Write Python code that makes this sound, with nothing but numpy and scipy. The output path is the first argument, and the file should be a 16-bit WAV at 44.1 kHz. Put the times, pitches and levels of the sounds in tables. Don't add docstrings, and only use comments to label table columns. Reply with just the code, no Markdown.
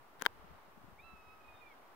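import sys
import numpy as np
from scipy import signal
from scipy.fft import rfft, irfft, next_fast_len
from scipy.io import wavfile
from scipy.ndimage import map_coordinates

SR = 44100
rng = np.random.default_rng(int(sys.argv[2]) if len(sys.argv) > 2 else 0)


def bounce(signal):
    frames = np.transpose(np.atleast_2d(signal))
    limited = np.clip(frames, -1, 1)
    pcm = np.round(limited * 32767).astype(np.int16)
    wavfile.write(sys.argv[1], SR, pcm)


N = 85995


def amp(db):
    return 10 ** (np.asarray(db) / 20)


def unit(x):
    return x / np.sqrt(np.mean(x ** 2) + 1e-20)


def along(points, hz):
    f, v = np.transpose(points)
    return np.interp(np.log(hz + 1), np.log(f + 1), v)


def curves(rows):
    s, *columns = np.transpose(rows)
    t = np.arange(N) / SR
    return [np.interp(t, s, column) for column in columns]


def wobble(rate):
    knots = rng.standard_normal(int(N * rate / SR) + 4)
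    return map_coordinates(knots, [np.arange(N) * rate / SR])


def filtered(x, response):
    m = next_fast_len(x.shape[-1] + 8192)
    spectrum = rfft(x, m) * response(np.fft.rfftfreq(m, 1 / SR))
    return irfft(spectrum, m)[..., :x.shape[-1]]


def rush(colour, likeness):
    def mid_side_response(hz):
        turn = np.arccos(np.clip(along(likeness, hz), -1, 1)) / 2
        return amp(along(colour, hz)) * [np.cos(turn), np.sin(turn)]

    mid, side = filtered(rng.standard_normal((2, N)), mid_side_response)
    return unit(np.array([mid + side, mid - side]))


def sides(pan_db):
    return amp([pan_db / 2, -pan_db / 2])


def wash():
    # (time [s], level [dB])
    level = [(0.0, -65.5), (0.184, -65.5), (0.412, -63), (0.792, -65), (1.222, -65), (1.83, -64),
             (1.95, -64.5)]
    # (frequency [Hz], relative density [dB per Hz])
    colour = [(59, -57), (100, -34), (198, -10), (236, -9), (266, -7), (436, -5.5), (492, -7.5),
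              (808, -2.5), (1240, -3.5), (1500, -8.5), (6000, -29.5), (7800, -73), (13200, -120)]
    # (frequency [Hz], left-right correlation [-1 to 1])
    likeness = [(60, -0.05), (130, 0.12), (290, 0.58), (640, 0.72), (1410, 0.052), (3100, 0.11),
                (6820, -0.46), (15000, -0.0)]
    gain_db, restless_db, restless_per_s = 3.5, 0.58, 12.08
    level_db, = curves(level)
    return amp(level_db + gain_db + restless_db * wobble(restless_per_s)) * rush(colour, likeness)


def wind():
    # (centre time [s], frequency [Hz], envelope peak [dB],
    # port [rounded: 0 left, 1 right, -2 also left])
    puffs = [(0.013, 121, -60, -1.5), (.19, 150, -57.5, 0), (0.3, 91, -58, 1), (.351, 50.3, -62, 0),
             (0.399, 70, -55.5, 0), (.44, 51, -56, 0), (0.446, 183, -50.5, 0), (.506, 63, -53, 0),
             (0.514, 161, -50, 0), (0.523, 92, -58.5, 1), (0.549, 92, -55.5, 0), (0.686, 194, -55.5, 0),
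             (0.778, 203, -49, 0), (0.815, 190, -55, 0), (.844, 280, -50, 0), (.846, 108, -50.5, 0),
             (0.885, 183, -49, 0), (0.924, 209, -53.5, 0), (0.933, 104, -53.5, 0), (.995, 75, -60.5, 0),
             (1.009, 160, -58, 0), (1.047, 80, -61, 0), (1.062, 60, -59, 1), (1.135, 63, -53.5, 0),
             (1.138, 202, -51, 0), (1.2, 59.4, -63, 0), (1.283, 69.1, -59, 0), (1.33, 80.25, -64, 0),
             (1.459, 60, -63, 1), (1.492, 64.6, -58, 0), (1.551, 91.1, -56.5, 0), (1.63, 60, -66, 0),
             (1.695, 70, -67, 0)]
    # (frequency [Hz], relative density [dB per Hz])
    colour = [(15, -12), (30, 1.5), (70, 1), (150, -3.5), (280, -9.5), (450, -36), (900, -120)]
    rumble_db = -71.5, -76
    # (time [s], gain [dB])
    left_swell = [(0, -3.5), (.25, -3), (.33, 6), (.56, 7), (.6, -1), (.72, -2), (.78, 7), (.95, 3),
                  (1.2, 3.5), (1.4, -1), (1.55, 0.5), (1.95, -4.5)]
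    lumps_db, lumps_per_s = 0.5, 30
    puff_cycles = 1.14
    t = np.arange(N) / SR
    lumps = amp(lumps_db * np.array([wobble(lumps_per_s), wobble(lumps_per_s)]))
    rumble = unit(lumps * rush(colour, [(50, 0.023)]))
    out = amp(rumble_db)[:, None] * rumble
    out[0] *= amp(*curves(left_swell))
    for s, hz, peak_db, port in puffs:
        turns = hz * (t - s)
        envelope = amp(peak_db) * np.exp(-(turns / puff_cycles) ** 2)
        out[round(port)] += envelope * np.cos(2 * np.pi * (turns + rng.random()))
    return out


def ringing(modes, attack_s, t):
    total = sum(amp([[left], [right]]) * amp(-60 * t / t60) * np.sin(2 * np.pi * hz * t)
                for hz, left, right, t60 in modes)
    return (1 - np.exp(-t / attack_s)) * total


def clicks():
    # (time [s], shell [dB], crack [dB], body [dB], thud [dB])
    contacts = [(.1968, -44, -45, -55, -69), (.204, -47, -48, -55, -58), (0.2118, -44, -38, -52, -56),
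                (0.215, -34, -44, -53, -61), (.222, -25.5, -16.5, -30, -26.5), (0.235, -45, -50, -62, -49),
                (.2392, -49, -54, -38.5, -52), (0.2463, -49, -44, -61, -63), (0.2531, -47, -42, -61, -51),
                (0.2534, -26, -29, -59, -60), (0.2625, -8, -12, -21, -29), (.2647, -21, -28.5, -16, -32)]
    # (frequency [Hz], left port [dB], right port [dB], 60 dB decay [s])
    shell_modes = [(1610, -0.5, -6.5, 0.0086), (2040, -4.5, -11, 0.0068), (3180, -5.5, -15, 0.0065),
                   (3670, -10, -21, 0.0068), (4340, -13.5, -31, 0.0051)]
    # (frequency [Hz], left [dB], right [dB], 60 dB decay [s])
    body_modes = [(1036, 0, 1.5, 0.01)]
    # (frequency [Hz], left [dB], right [dB], 60 dB decay [s])
    grip_modes = [(273, -6.5, -7, .02), (500, 0.5, -1, .014)]
    # (frequency [Hz], relative density [dB per Hz])
    crack_colour = [(1500, 10), (4000, -4.5), (9000, -6), (13000, -4), (16000, -15)]
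    crack_t60_s, crack_right_db = 0.0027, -17
    right_lag_s = 0.0006
    shell_attack_s, body_attack_s = 0.00017, 0.0013
    case_low_hz = 204

    out = np.zeros((2, N))
    t = np.arange(SR // 20) / SR
    shell = ringing(shell_modes, shell_attack_s, t)
    knock = ringing(body_modes, body_attack_s, t)
    thud = ringing(grip_modes, body_attack_s, t)
    crack_fall = amp(-60 * t / crack_t60_s)
    for s, shell_db, crack_db, knock_db, thud_db in contacts:
        noise = unit(filtered(rng.standard_normal((2, len(t))), lambda hz: amp(along(crack_colour, hz))))
        crack = amp([[crack_db], [crack_db + crack_right_db]]) * crack_fall * noise
        hit = amp(shell_db) * shell + crack
        for port, lag in enumerate([0, right_lag_s]):
            out[port, round((s + lag) * SR):][:len(t)] += hit[port]
        out[:, round(s * SR):][:, :len(t)] += amp(knock_db) * knock + amp(thud_db) * thud
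    return filtered(out, lambda hz: (1j * hz / (case_low_hz + 1j * hz)) ** 2)


def scrape():
    # (end time [s], level at the end [dB], rise time constant [s])
    scrapes = [(0.2164, -48.5, .004), (.2221, -43, 0.0028), (0.254, -47, 0.0046), (0.2622, -40, 0.0046)]
    # (frequency [Hz], relative density [dB per Hz])
    colour = [(300, 0.5), (1500, 2.5), (4000, -8), (9000, -17), (16000, -11)]
    right_db, grain_db, grains_per_s = -14, 2.7, 900
    t = np.arange(N) / SR
    swell = sum(amp(db) * np.exp(np.minimum(t - s, 0) / rise) * (t < s) for s, db, rise in scrapes)
    grain = amp(grain_db * wobble(grains_per_s))
    return swell * grain * amp([[0], [right_db]]) * rush(colour, [(50, 0.56)])


def bird():
    # (time [s], frequency [Hz])
    pitch = [(.975, 992), (.993, 1160), (1.011, 1237), (1.03, 1293), (1.055, 1331), (1.14, 1301),
             (1.25, 1276), (1.37, 1277), (1.485, 1246), (1.601, 1226), (1.675, 1186), (1.709, 1142),
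             (1.729, 1080), (1.743, 1010)]
    # (time [s], level [dB])
    first = [(.975, -93), (1.02, -82), (1.045, -67), (1.09, -65), (1.17, -68), (1.22, -70.5), (1.3, -69.5),
             (1.34, -65), (1.39, -71), (1.45, -70), (1.52, -76), (1.742, -79)]
    # (time [s], level [dB], left over right [dB])
    second = [(.975, -80, -6), (.993, -59.5, -4), (1.003, -57.5, -6), (1.018, -73, 7), (1.04, -64, -2.5),
              (1.06, -65, -9.5), (1.1, -66.5, -10), (1.14, -68, -7), (1.18, -69.5, -1), (1.21, -70, 7),
              (1.25, -72.5, -4), (1.309, -63.5, -6), (1.337, -72, -8), (1.369, -80, 3), (1.397, -79, 2),
              (1.412, -67, 3), (1.433, -82, -2), (1.447, -66.5, -5), (1.475, -71, 1), (1.49, -63, -12),
              (1.525, -67.5, 8), (1.55, -70.5, 5), (1.597, -77, 0), (1.615, -65.5, -13), (1.635, -68, -16),
              (1.655, -73, -9), (1.673, -61.5, -4), (1.695, -74, -2), (1.71, -62.5, -5), (1.725, -65, -4),
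              (1.742, -80, -4)]
    # (time [s], level [dB])
    third = [(.975, -98), (.992, -81), (1.003, -72), (1.014, -83), (1.045, -75), (1.15, -84.5), (1.19, -90),
             (1.24, -85), (1.37, -85), (1.4, -99), (1.44, -87), (1.485, -80), (1.52, -86), (1.55, -74),
             (1.605, -73), (1.622, -93), (1.655, -90), (1.675, -79), (1.7, -80), (1.712, -87), (1.73, -77),
             (1.742, -90)]
    # (time [s], level [dB])
    fourth = [(.975, -105), (1.08, -98), (1.12, -92), (1.2, -90), (1.3, -89), (1.43, -91), (1.5, -102),
              (1.742, -105)]
    fading_db, waver_hz, edge_s = 2, 5, 0.0056
    echo_db, echo_t60_s = -13.5, 0.22

    t = np.arange(N) / SR
    hz, = curves(pitch)
    second_db, pan_db = curves(second)
    phase = 2 * np.pi * np.cumsum(hz + waver_hz * wobble(60)) / SR
    start_s, end_s = pitch[0][0], pitch[-1][0]
    gate = np.clip(np.minimum(t - start_s, end_s - t) / edge_s, 0, 1)

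    partials = np.zeros((2, N))
    levels = [*curves(first), second_db, *curves(third), *curves(fourth)]
    for number, level_db in enumerate(levels, start=1):
        fading = fading_db * np.array([wobble(60.1), wobble(60)])
        partials += amp(level_db + fading) * np.sin(number * phase)
    call = np.sqrt(2) * gate * sides(pan_db) * partials

    tail = rng.standard_normal((2, SR // 4)) * amp(-60 * t[:SR // 4] / echo_t60_s)
    tail /= np.linalg.norm(tail[0])
    scatter = signal.fftconvolve(call, tail, axes=1)[:, :N]
    return call + amp(echo_db) * scatter


def scene():
    return wash() + wind() + clicks() + scrape() + bird()


def record(dry):
    # (frequency [Hz], relative density [dB per Hz])
    hiss_colour = [(2500, -35), (4000, -11), (6100, -4), (8000, -4.5), (12000, -3), (15700, 1.5),
                   (15900, -50), (16000, -120)]
    hiss_db, top_hz = -77, 16690
    offset = -0.0005
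    hiss = amp(hiss_db) * rush(hiss_colour, [(50, 0)])
    return filtered(dry + hiss, lambda hz: hz < top_hz) + offset


dry = scene()
out = record(dry)
bounce(out)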